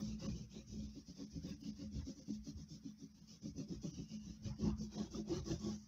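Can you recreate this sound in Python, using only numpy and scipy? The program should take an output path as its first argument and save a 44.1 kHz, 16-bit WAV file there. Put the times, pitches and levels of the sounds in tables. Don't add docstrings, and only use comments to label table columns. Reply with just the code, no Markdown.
import sys
import numpy as np
from scipy import signal
from scipy.fft import rfft, irfft
from scipy.io import wavfile
from scipy.ndimage import uniform_filter1d

SR = 44100
rng = np.random.default_rng(int(sys.argv[2]) if len(sys.argv) > 2 else 0)


def gain_from_decibels(decibels):
    exponent = np.asarray(decibels, float) / 20
    return 10 ** exponent


def unload_wav(signal):
    wavfile.write(
        sys.argv[1],
        SR,
        np.round(np.clip(np.atleast_2d(signal).T, -1, 1) * 32767).astype(np.int16),
    )


N = 258867
T = np.arange(N) / SR
COARSE_T = np.arange(0, N + 64, 32) / SR

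# start [s], length [s], hiss [dB], grit
# over hiss [dB], rasp over hiss [dB].
STROKES = [(0.0, 0.13, -62.5, -7, -17), (0.102, 0.057, -66.5, -4.5, -19),
           (0.196, .12, -60.5, -4.5, -6.5), (0.301, .14, -65, -5.5, -15.5), (0.51, .11, -67, -0.5, -8),
           (0.675, 0.094, -65.5, -7.5, -25), (0.75, 0.16, -66.5, -6, -18.5),
           (0.932, 0.087, -68, -8, -18), (1.066, 0.063, -64, -10.5, -18.5),
           (1.154, .11, -64.5, -6.5, -11.5), (1.302, 0.095, -67, -11, -18), (1.426, 0.13, -64, -6, -8),
           (1.613, .11, -64, -5.5, -14.5), (1.758, .11, -65.5, -8, -11.5),
           (1.926, 0.096, -64.5, -6.5, -17), (2.053, 0.08, -63.5, -9, -13.5),
           (2.157, 0.079, -65, -13.5, -14.5), (2.268, 0.1, -64, -9, -16),
           (2.444, 0.073, -63, -9.5, -14.5), (2.567, 0.074, -68, -11, -12.5),
           (2.691, 0.085, -63.5, -10, -24.5), (2.833, 0.086, -69.5, -7, -16.5),
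           (2.988, 0.073, -68.5, -13, -22), (3.137, 0.11, -75, -6, -13),
           (3.276, 0.092, -64.5, -9.5, -20), (3.42, 0.087, -64.5, -8.5, -16.5),
               (3.566, 0.076, -62.5, -7.5, -14), (3.683, 0.09, -65.5, -6.5, -10.5),
               (3.82, 0.082, -62, -7.5, -13), (3.898, 0.15, -65.5, -7, -15), (4.083, 0.1, -65, -6.5, -15),
               (4.211, .15, -68, -7, -14), (4.434, 0.076, -63, -6, -9.5), (4.491, 0.074, -73.5, -14, 1.5),
               (4.59, 0.12, -61.5, -5.5, -11.5), (4.784, 0.087, -61.5, -11.5, -20.5),
               (4.919, .15, -61.5, -3, -4.5), (5.11, 0.1, -60.5, -7, -9.5),
               (5.281, 0.13, -59.5, -2.5, -4.5), (5.453, 0.11, -57.5, -7, -9), (5.595, 0.16, -60, -6, -8),
               (5.735, 0.14, -71.5, -22, -16)]
# time [s], half length [s], grit [dB], rasp [dB].
CATCHES = [(.006, 0.012, -70.5, -66), (0.231, 0.019, -70, -76), (1.214, 0.026, -79, -73),
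           (2.015, 0.023, -81, -70), (4.468, 0.014, -66.5, -69), (4.52, 0.022, -90, -73.5),
           (4.68, 0.044, -69.5, -61), (4.758, 0.048, -87, -77.5), (5.35, 0.032, -67, -64),
           (5.519, 0.0061, -57.5, -60), (5.72, 0.038, -70.5, -70)]

# frequency [Hz], density [dB per Hz].
HISS_SPECTRUM = [(3900, -24), (4400, -7), (4980, -1.5), (5900, -0.5), (6400, -3.5), (7000, -15),
                 (7600, -29), (8300, -42)]
# frequency [Hz], density [dB per Hz].
GRIT_LOW_SPECTRUM = [(2000, -17.5), (2400, -1.5), (2750, 0), (3100, -1.5), (3500, -27)]
# frequency [Hz], density [dB per Hz].
GRIT_TOP_SPECTRUM = [(2900, -26), (3300, -1), (3800, 0.5), (4300, 0), (5000, -20.5)]
# frequency [Hz], density [dB per Hz].
RASP_SPECTRUM = [(600, -6.5), (900, 0.5), (1200, -1.5), (1500, -5), (2000, -6), (2400, -11), (3000, -29)]
# frequency [Hz], density [dB per Hz].
AIR_SPECTRUM = [(6500, -14.5), (7800, -1.5), (9500, -1.5), (13500, -3), (14300, 1.5), (15200, 5.5),
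                (15700, -1)]
# time [s], hiss above its split over hiss below [dB].
HISS_LEAN = [(0, 2.5), (.25, -0.5), (.55, 5.5), (.75, 1), (1.1, -6.5), (1.45, 0), (1.7, -8), (2.0, 1),
             (2.3, -2), (2.7, 1), (3.1, 1.5), (3.5, 0), (3.9, 2), (4.3, 4.5), (4.7, -4.5), (5.1, 2),
             (5.5, 2.5), (5.87, 4)]
# time [s], low band over high band [dB].
GRIT_LEAN = [(0, -0.5), (.35, 3), (1.0, -2.5), (1.55, -0.5), (2.0, 0), (2.6, -5.5), (3.3, 0.5), (3.8, -4.5),
             (4.0, 7.5), (4.3, -1), (4.5, 2.5), (4.85, -1.5), (5.7, -2.5), (5.87, 9)]
# time [s], low half over high half [dB].
RASP_LEAN = [(0, 5), (.3, -1.5), (.6, .3), (1.2, -2), (1.5, -10), (1.7, -9), (2.0, -3.5), (2.5, -4),
             (3.0, 2), (3.5, -1), (4.0, 0.5), (4.45, -5), (4.55, 2), (4.75, 13), (5.0, 3), (5.3, .3),
             (5.55, 3), (5.8, -3)]
# time [s], extra top band [dB].
SHEEN = [
    (0.0, -73),
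    (1.5, -82),
    (1.625, -84),
    (1.68, -88),
    (2.35, -95),
    (2.5, -96),
    (3.585, -88),
    (5.37, -88),
]

# time [s], place [0 table middle - 1 edge].
PLACE = [(0, 0.53), (.6, 0.53), (1.2, 0.1), (1.8, 0.15), (2.4, 0.048), (3.0, 0.12), (3.6, 0.31),
         (4.2, 0.25), (4.6, 0.68), (5.2, 1), (5.87, 0.96)]
# frequency [Hz], level from the middle [dB], level from the edge [dB], t60 [s],
# group [0 main, 1 neighbour, 2 board, 3 small, 4 sway].
TABLE_MODES = [(59.3, -3, -1.5, 0.32, 4), (79.4, -3, -2, 0.2, 4), (120.8, -8, 1.5, 0.17, 4),
               (161.4, -3.5, -4, 0.14, 0.5), (188.5, -4.5, -4.5, 0.074, 2), (211.6, 0.5, 0.5, 0.35, 0),
               (279.4, 0, -19.5, 0.091, 2), (333.2, -14.5, -2, 0.074, 2), (387, -16, -8.5, 0.11, 2),
               (484, -16, -15, 0.06, 3), (541, -11, -11, 0.1, 3), (670, -28.5, -11, 0.027, 3),
               (806, -25, -13.5, 0.04, 3), (900, -28.5, -19, 0.1, 3), (1116, -16, -11.5, 0.031, 3)]
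# full force [s], build-up [s], press
# [dB], arm weight [dB, drives no mode here], drag [dB].
PUSHES = [(.01, 0.061, -41, -47, -45), (.095, 0.041, -52, -51, -60), (.272, 0.057, -48, -51, -50),
          (.395, 0.32, -50.5, -50, -65.5), (0.563, 0.022, -63, -66, -52),
          (0.766, 0.071, -47.5, -39, -53), (0.969, 0.026, -54.5, -54, -49.5),
          (1.082, 0.0048, -43, -45, -53), (1.208, 0.052, -63, -54, -49),
          (1.356, 0.039, -49, -37.5, -51), (1.442, 0.013, -49, -47, -43.5),
          (1.483, 0.022, -48.5, -57, -51.5), (1.686, 0.13, -54, -62, -62),
          (1.751, 0.016, -48.5, -51, -73.5), (1.819, 0.046, -49, -51, -53),
          (1.95, 0.048, -47, -46, -51.5), (2.084, 0.028, -62, -48, -48),
          (2.193, 0.067, -86, -66, -58.5), (2.291, 0.017, -44.5, -52, -48),
          (2.474, 0.018, -45, -46, -57), (2.592, 0.067, -52.5, -49, -61),
          (2.745, 0.086, -85, -45.5, -64.5), (2.85, 0.024, -50.5, -64, -57),
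          (3.024, 0.038, -55, -50.5, -55),
          (3.21, 0.01, -61, -67, -85), (3.355, 0.023, -70, -76, -95.5), (3.462, 0.056, -45, -45.5, -50),
              (3.586, 0.044, -47.5, -41.5, -43), (3.717, 0.049, -54.5, -55, -42.5),
              (3.843, 0.015, -42, -38.5, -37.5), (3.986, 0.01, -52, -45.5, -42.5),
              (4.122, 0.021, -45, -50, -62.5), (4.292, 0.053, -57.5, -42.5, -59),
              (4.483, 0.11, -50, -38, -70), (4.671, 0.079, -32, -35, -43), (4.82, 0.057, -43, -60, -61.5),
              (5.002, 0.077, -48.5, -40.5, -51.5), (5.181, 0.07, -49, -52, -50.5),
              (5.315, 0.056, -60, -54, -40), (5.5, 0.062, -54.5, -58, -44.5),
              (5.68, 0.086, -49.5, -64, -52)]
# time [s], force [dB].
ROCKS = [(.08, -52.5), (.29, -50), (.42, -61.5), (.59, -63.5), (.72, -54.5), (.82, -51.5), (.99, -70),
         (1.37, -51), (1.49, -58.5), (1.7, -61.5), (1.85, -60), (1.97, -48.5), (2.37, -59.5), (2.55, -55.5),
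         (2.73, -69), (3.25, -71.5), (3.5, -59.5), (3.58, -55), (3.76, -58.5), (3.96, -57), (4.251, -54),
         (4.468, -48.5), (4.639, -47.5), (4.72, -52.5), (4.85, -62.5), (5.02, -64.5), (5.121, -57.5),
         (5.38, -55.5), (5.519, -52), (5.69, -56.5)]

# time [s], peak [dB], pitch [Hz].
JOLTS = [(0.094, -57, 283), (0.221, -51, 332.4), (0.252, -52, 289), (0.339, -52.5, 345), (0.552, -58, 274),
         (0.815, -47.5, 280), (0.964, -50.5, 301), (1.083, -54, 275), (1.167, -57, 254), (1.31, -57, 263),
         (1.357, -42, 278), (1.443, -41, 280), (1.516, -46.5, 289), (1.614, -45.5, 277),
         (1.652, -43.5, 280), (1.785, -48.5, 287), (1.819, -50, 290.5), (1.94, -58, 303),
         (1.968, -46.5, 271), (2.066, -49, 260), (2.085, -55, 266), (2.175, -51.5, 279), (2.29, -38, 279),
         (2.453, -46, 268), (2.471, -47, 280), (2.579, -51, 273), (2.70, -51, 300), (2.849, -43.5, 267),
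         (3.015, -48, 270), (3.447, -41.5, 292), (3.472, -51, 279), (3.559, -59, 270), (3.588, -39.5, 272),
         (3.71, -41, 266.4), (3.841, -46.5, 310), (3.913, -50.5, 296), (3.968, -42.5, 273),
         (4.108, -57, 264), (4.288, -53, 310), (4.58, -45.5, 293), (4.599, -43, 374), (4.625, -38, 344),
         (4.652, -39, 272), (4.823, -50, 359), (4.951, -47, 359), (4.984, -42, 334), (5.035, -46, 323),
         (5.126, -45.5, 291), (5.141, -44.5, 252), (5.178, -42, 326), (5.27, -49, 375), (5.307, -32, 329),
         (5.331, -36, 349), (5.365, -40.5, 372), (5.482, -37, 317), (5.503, -40, 357.5), (5.626, -45, 330),
         (5.655, -36.5, 343)]
# time [s], peak [dB], pitch [Hz].
FLICKS = [(0.097, -64, 473), (0.213, -50.5, 535), (0.361, -58, 460), (0.428, -61.5, 478), (0.534, -60, 460),
          (0.593, -60, 542), (0.787, -57, 540), (1.082, -64, 592), (1.193, -55.5, 490), (1.359, -58, 518),
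          (1.441, -55, 522), (1.481, -62, 500), (1.513, -69, 480), (1.637, -77, 480), (1.779, -66, 497),
          (1.828, -55, 540), (1.933, -70, 548), (1.965, -57.5, 494), (2.083, -51.5, 541), (2.192, -57, 521),
          (2.275, -65, 558), (2.462, -61.5, 588), (2.878, -77, 550), (3.021, -74, 484), (3.32, -69, 470),
          (3.448, -54.5, 550), (3.581, -53, 482), (3.609, -54, 573), (3.716, -66, 541), (3.841, -52, 577),
          (3.959, -66, 498), (4.0, -70, 580), (4.129, -62, 560), (4.27, -68, 470), (4.459, -50.5, 555),
          (4.589, -55, 511), (4.639, -53, 541), (4.801, -51, 474), (4.91, -75, 541), (4.95, -60, 483),
          (4.998, -57, 580), (5.138, -53, 561), (5.183, -55, 568), (5.236, -64, 580), (5.277, -57, 541),
          (5.326, -50.5, 550), (5.481, -45.5, 464), (5.517, -48, 581), (5.633, -60, 517), (5.705, -57, 813)]
# time [s], peak [dB], pitch [Hz].
THUMPS = [(0.25, -43, 161), (0.319, -42.5, 163), (0.587, -56, 136), (0.74, -39, 154.2), (1.082, -47, 176),
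          (1.343, -34.5, 163), (1.433, -50, 156), (1.946, -39.5, 151.4), (2.464, -48, 151),
          (2.591, -45.5, 153), (2.70, -41, 152), (2.844, -55, 181), (3.585, -37.5, 155), (3.732, -50, 151),
          (3.855, -40.5, 147), (3.985, -43, 154.3), (4.252, -42, 176), (4.45, -46, 148),
          (4.486, -40.5, 143.6), (4.631, -39, 157), (4.828, -54, 149), (4.955, -43, 152), (4.997, -50, 174),
          (5.355, -44, 145)]
# time [s], peak [dB], pitch
# [Hz].
TAPS = [(4.498, -59.5, 857), (4.648, -51, 830), (4.973, -53.5, 711), (5.011, -55, 690), (5.181, -58, 695),
        (5.301, -55, 778), (5.481, -60, 690), (5.516, -51, 683), (5.652, -59, 824), (2.47, -68, 635),
        (4.667, -36, 340)]
# time [s], level [dB], pitch [Hz], t60 [s].
CRUMBS = [
    (1.35, -69, 2500, .012),
    (5.146, -47, 1250, .012),
    (1.692, -66, 4200, .005),
    (1.976, -64, 3000, .005),
    (1.978, -64, 5600, .005),
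]

# frequency [Hz], density [dB per Hz].
ROOM_SPECTRUM = [(30, -24.5), (60, -10), (110, -13.5), (210, 5), (440, -32), (700, -33), (1000, -57.5)]
# frequency [Hz], density [dB per Hz].
HUSH_SPECTRUM = [(450, -21), (800, 0), (1600, 0.5), (2700, -2), (4000, -2.5), (5700, 8), (7000, -9.5),
                 (7800, -27)]
# time [s], depth [dB].
TREBLE_DROPS = [(.277, 26), (.882, 10), (1.258, 12), (1.555, 12), (1.626, 10), (1.72, 12), (2.206, 11),
                (2.323, 9), (3.135, 11), (3.206, 11), (3.412, 12), (3.57, 5), (3.925, 15), (4.184, 12),
                (4.552, 7), (4.807, 9), (4.97, 13), (5.413, 9)]
# frequency [Hz], share [0-1].
SHUT = [(850, 0), (950, 1), (3200, 1), (4600, .85), (4800, 0), (6400, 0), (6600, .8), (16000, .7)]

USUAL_HISS_DB = -63


def sliding():
    t, power = COARSE_T, 1e-12
    for start, length, hiss_db, grit_db, rasp_db in STROKES:
        touch, grip = np.minimum(t, start), np.minimum(t, start + 0.0065)
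        bite = 0.39 * bell(touch, start, 0.032, 1) + 0.55 * bell(grip, start + 0.0065, 0.01, 1)
        lift = bell(np.maximum(t, start + length), start + length, 1, 0.027)
        speed = bite * bell(t, start + 0.55 * length, 0.89 * length, 0.57 * length)
        swell = bell(t, start + 0.5 * length, 0.45 * length, 0.58 * length)
        height = gain_from_decibels([[hiss_db + 1.5], [hiss_db + grit_db + 1.5], [hiss_db + rasp_db + 2.0]])
        power = power + (lift * height * [speed, swell, swell]) ** 2
    for s, half, grit_db, rasp_db in CATCHES:
        power[1:] += (gain_from_decibels([[grit_db], [rasp_db]]) * bell(t, s, half, half)) ** 2
    return [np.interp(T, t, np.sqrt(p)) for p in power]


def paper(hiss, grit, rasp):
    lean_db = in_time(GRIT_LEAN)[0] / 2
    fibres = tooth(8000, 0.51)
    low = gain_from_decibels(lean_db - 5.5) * coloured(fibres, GRIT_LOW_SPECTRUM, patchy_db=3.0, rate=4.4, count=7)
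    top = gain_from_decibels(-lean_db - 2.0) * coloured(fibres, GRIT_TOP_SPECTRUM, patchy_db=2.5, rate=5.0, count=7)
    fine = coloured(tooth(14000, 0.68), HISS_SPECTRUM, patchy_db=1.4, rate=7.0, count=5)
    coarse = coloured(tooth(6000, 1.1), RASP_SPECTRUM, patchy_db=2.0, rate=7.9, count=4)
    coarse = tipped(coarse, 1620, -in_time(RASP_LEAN)[0])
    return hiss * leaning(fine, hiss) + grit * (low + top) + rasp * coarse + top_band(hiss)


def leaning(fine, hiss):
    over_db = np.clip(20 * np.log10(hiss + 1e-5) - USUAL_HISS_DB, -15, 8)
    edge_db = 0.94 * over_db
    stance = tipped(fine, 5240, in_time(HISS_LEAN)[0] - 0.3 * over_db)
    return tipped(stance, 7100, edge_db) * gain_from_decibels(edge_db / 2)


def top_band(hiss):
    sheen = sum(gain_from_decibels(db) * bell(COARSE_T, s, 0.024, 0.014) for s, db in SHEEN)
    lift = np.interp(T, COARSE_T, sheen) + gain_from_decibels(-93.5) * (hiss / gain_from_decibels(USUAL_HISS_DB)) ** 1.8
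    air = coloured(rng.standard_normal(N), AIR_SPECTRUM, patchy_db=1.2, rate=8)
    peak = signal.sosfiltfilt(signal.butter(4, 14200, "high", fs=SR, output="sos"), air)
    return gain_from_decibels(-94.5) * air + lift * (peak + 0.45 * (air - peak))


def singing():
    hz, t60, half_s = 2810, 0.011, 0.17
    sung = ring(ring(rng.standard_normal(N), hz, t60), hz, t60)
    return gain_from_decibels(-79.5) * rms_one(sung) * bell(T, 4.14, half_s, half_s)


def table(grit, rasp):
    place, pushes = in_time(PLACE)[0], np.array(PUSHES)
    shapes = np.array([bell(COARSE_T, s, 0.68 * rise, 0.021) for s, rise, *db in pushes])
    drag_db = pushes[:, 4]
    small_db = 10.5 + 20 * np.log10(np.interp(pushes[:, 0], T, rasp)) + 0.3 * (drag_db - drag_db.mean())
    levels_db = np.column_stack([pushes[:, 2:], small_db])
    rocking = sway()
    turns = rng.random((len(pushes), len(TABLE_MODES)))
    luck = rng.standard_normal((len(pushes), len(TABLE_MODES)))
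    out = np.zeros(N)
    for k, (hz, middle_db, edge_db, t60, group) in enumerate(TABLE_MODES):
        coupling = gain_from_decibels(middle_db + place * (edge_db - middle_db))
        even = np.sqrt(55 / (t60 * SR))
        if round(group) == 4:
            force = even * rocking * tooth(600, 2.6)
        else:
            strength = gain_from_decibels(levels_db[:, round(group)] + 1.9 * luck[:, k])
            in_step = (strength * np.exp(2j * np.pi * turns[:, k])) @ shapes
            in_step = np.real(np.interp(T, COARSE_T, in_step) * np.exp(2j * np.pi * hz * T))
            chance = np.interp(T, COARSE_T, strength @ shapes) * gain_from_decibels(-9.0)
            chance = chance + grit * gain_from_decibels(14.5 - hz / 30)
            force = in_step * (7 / t60 + 45) / SR * gain_from_decibels(-0.5) + even * chance * tooth(1200, 1.84)
        out += ring(coupling * force, hz, t60)
    return signal.sosfilt(signal.butter(4, 1100, fs=SR, output="sos"), out)


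def sway():
    power = gain_from_decibels(2 * -77.5)
    for s, db in ROCKS:
        power = power + (gain_from_decibels(db) * bell(COARSE_T, s, 0.047, 0.041)) ** 2
    return np.interp(T, COARSE_T, np.sqrt(power))


def jolts(rows, gain_db, push_s, t60):
    out, t = np.zeros(N + SR), np.arange(SR // 4) / SR
    for (s, db, hz), turn in zip(rows, rng.random((len(rows), 1))):
        push = bell(t, 1.23 * push_s, push_s, push_s) * np.cos(2 * np.pi * (hz * t + turn))
        rung = ring(push, hz, t60)
        out[round(s * SR):][:len(t)] += gain_from_decibels(db + gain_db) * rung / np.abs(rung).max()
    return out[:N]


def crumbs():
    out = np.zeros(N)
    for s, db, hz, t60 in CRUMBS:
        push = np.zeros(N)
        push[round(s * SR)] = gain_from_decibels(db)
        out += ring(ring(push, hz, t60), hz, t60) * 19 / (t60 * SR)
    return out


def room_hum():
    return gain_from_decibels(-69.5) * coloured(rng.standard_normal(N), ROOM_SPECTRUM, patchy_db=2.5, rate=3.4, count=2)


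def microphone_hush():
    return gain_from_decibels(-78.5) * coloured(rng.standard_normal(N), HUSH_SPECTRUM, patchy_db=1.6, rate=5.0)


def tooth(per_s, spread_db):
    sizes = gain_from_decibels(spread_db * np.minimum(rng.exponential(1, N), 5)) * rng.standard_normal(N)
    return rms_one(sizes * (rng.random(N) < per_s / SR))


def ring(force, hz, t60):
    r, w = gain_from_decibels(-60 / (max(t60, .005) * SR)), 2 * np.pi * hz / SR
    return signal.lfilter([0, np.sin(w)], [1, -2 * r * np.cos(w), r * r], force + 1e-18)


def bell(t, at, rise, fall):
    return np.exp(-((t - at) / np.where(t < at, max(rise, .003), max(fall, .003))) ** 2)


def coloured(source, spectrum, patchy_db, rate, count=3):
    hz = np.maximum(np.arange(N // 2 + 1) * SR / N, 1)
    points = np.array(spectrum)
    density_db = np.interp(np.log(hz), np.log(points[:, 0]), points[:, 1], left=-90, right=-90)
    shaped = rfft(source) * gain_from_decibels(density_db)
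    centres = np.arange(np.log2(points[0, 0]), np.log2(points[-1, 0]) + 1 / count, 1 / count)
    out = np.zeros(N)
    for centre in centres:
        part = np.maximum(1 - count * abs(np.log2(hz) - centre), 0)
        out += irfft(shaped * part, N) * gain_from_decibels(patchy_db * drift(rate))
    return rms_one(out)


def drift(rate):
    r = np.exp(-80 * np.pi * rate / SR)
    slow = signal.lfilter([1], [1, -2 * r, r * r], rng.standard_normal(N // 40 + 2002))[2000:]
    return np.interp(np.arange(N) / 40, np.arange(len(slow)), rms_one(slow))


def tipped(x, hz, lean_db):
    upper = signal.sosfiltfilt(signal.butter(4, hz, "high", fs=SR, output="sos"), x)
    return upper * gain_from_decibels(lean_db / 2) + (x - upper) * gain_from_decibels(-lean_db / 2)


def in_time(rows):
    s, *columns = np.transpose(rows)
    return [np.interp(T, s, c) for c in columns]


def rms_one(x):
    return x / np.sqrt(np.mean(x ** 2) + 1e-20)


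def scene():
    hiss, grit, rasp = sliding()
    sheet = paper(hiss, grit, rasp) + singing()
    board = table(grit, rasp) + crumbs()
    board += jolts(JOLTS, gain_db=-3.5, push_s=0.0077, t60=0.11)
    board += jolts(FLICKS, gain_db=-5.5, push_s=0.006, t60=0.13)
    board += jolts(THUMPS, gain_db=-7, push_s=0.017, t60=0.12)
    board += jolts(TAPS, gain_db=-4, push_s=0.0054, t60=0.11)
    return (sheet + board + room_hum() + microphone_hush())[None]


def thin_treble(x):
    hz, s, spec = signal.stft(x, SR, nperseg=1024, noverlap=896)
    power, hz = np.abs(spec) ** 2 + 1e-24, hz[:, None]
    near = uniform_filter1d(uniform_filter1d(power, size=21, axis=-2), size=11, axis=-1)
    smooth = uniform_filter1d(power, size=11, axis=-1)
    drop_db = sum(.6 * db * np.exp(-((s - at) / .009) ** 4) for at, db in TREBLE_DROPS)
    drop_db = drop_db * np.where((hz > 4600) & (hz < 6900), .3, 1)
    bite = np.interp(hz, [4000, 4800, 6900, 7100], [.85, .7, .7, .3])
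    bite = bite * gain_from_decibels(np.where(hz < 7000, .55, 1.2) * drop_db)
    kept = np.clip(1 - bite * near / smooth, gain_from_decibels(-16 - 1.6 * drop_db), 1)
    gain = np.where(hz > 850, np.sqrt(kept) * gain_from_decibels(4.0), 1)
    return signal.istft(spec * gain, SR, nperseg=1024, noverlap=896)[1][..., :N]


def gate(x):
    t, hz = np.arange(0, N + 16, 8) / SR, np.arange(N // 2 + 1) * SR / N
    for moments in TREBLE_DROPS[::2], TREBLE_DROPS[1::2]:
        shut_db = sum(db * np.exp(-((t - at) / 0.008) ** 6) for at, db in moments)
        shut = 1 - gain_from_decibels(-1.2 * np.interp(T, t, shut_db))
        spared = (rng.random(200) < 0.5)[(hz / 170).astype(int)] & (hz < 4000)
        x = x - shut * irfft(rfft(x) * np.interp(hz, *np.transpose(SHUT)) * ~spared, N)
    return x


def low_pass(x):
    return signal.sosfilt(signal.butter(12, 15750, fs=SR, output="sos"), x)


def record(dry):
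    x = signal.sosfilt(signal.butter(4, 46, "high", fs=SR, output="sos"), dry)
    return low_pass(gate(thin_treble(x)))


dry = scene()
out = record(dry)
unload_wav(out)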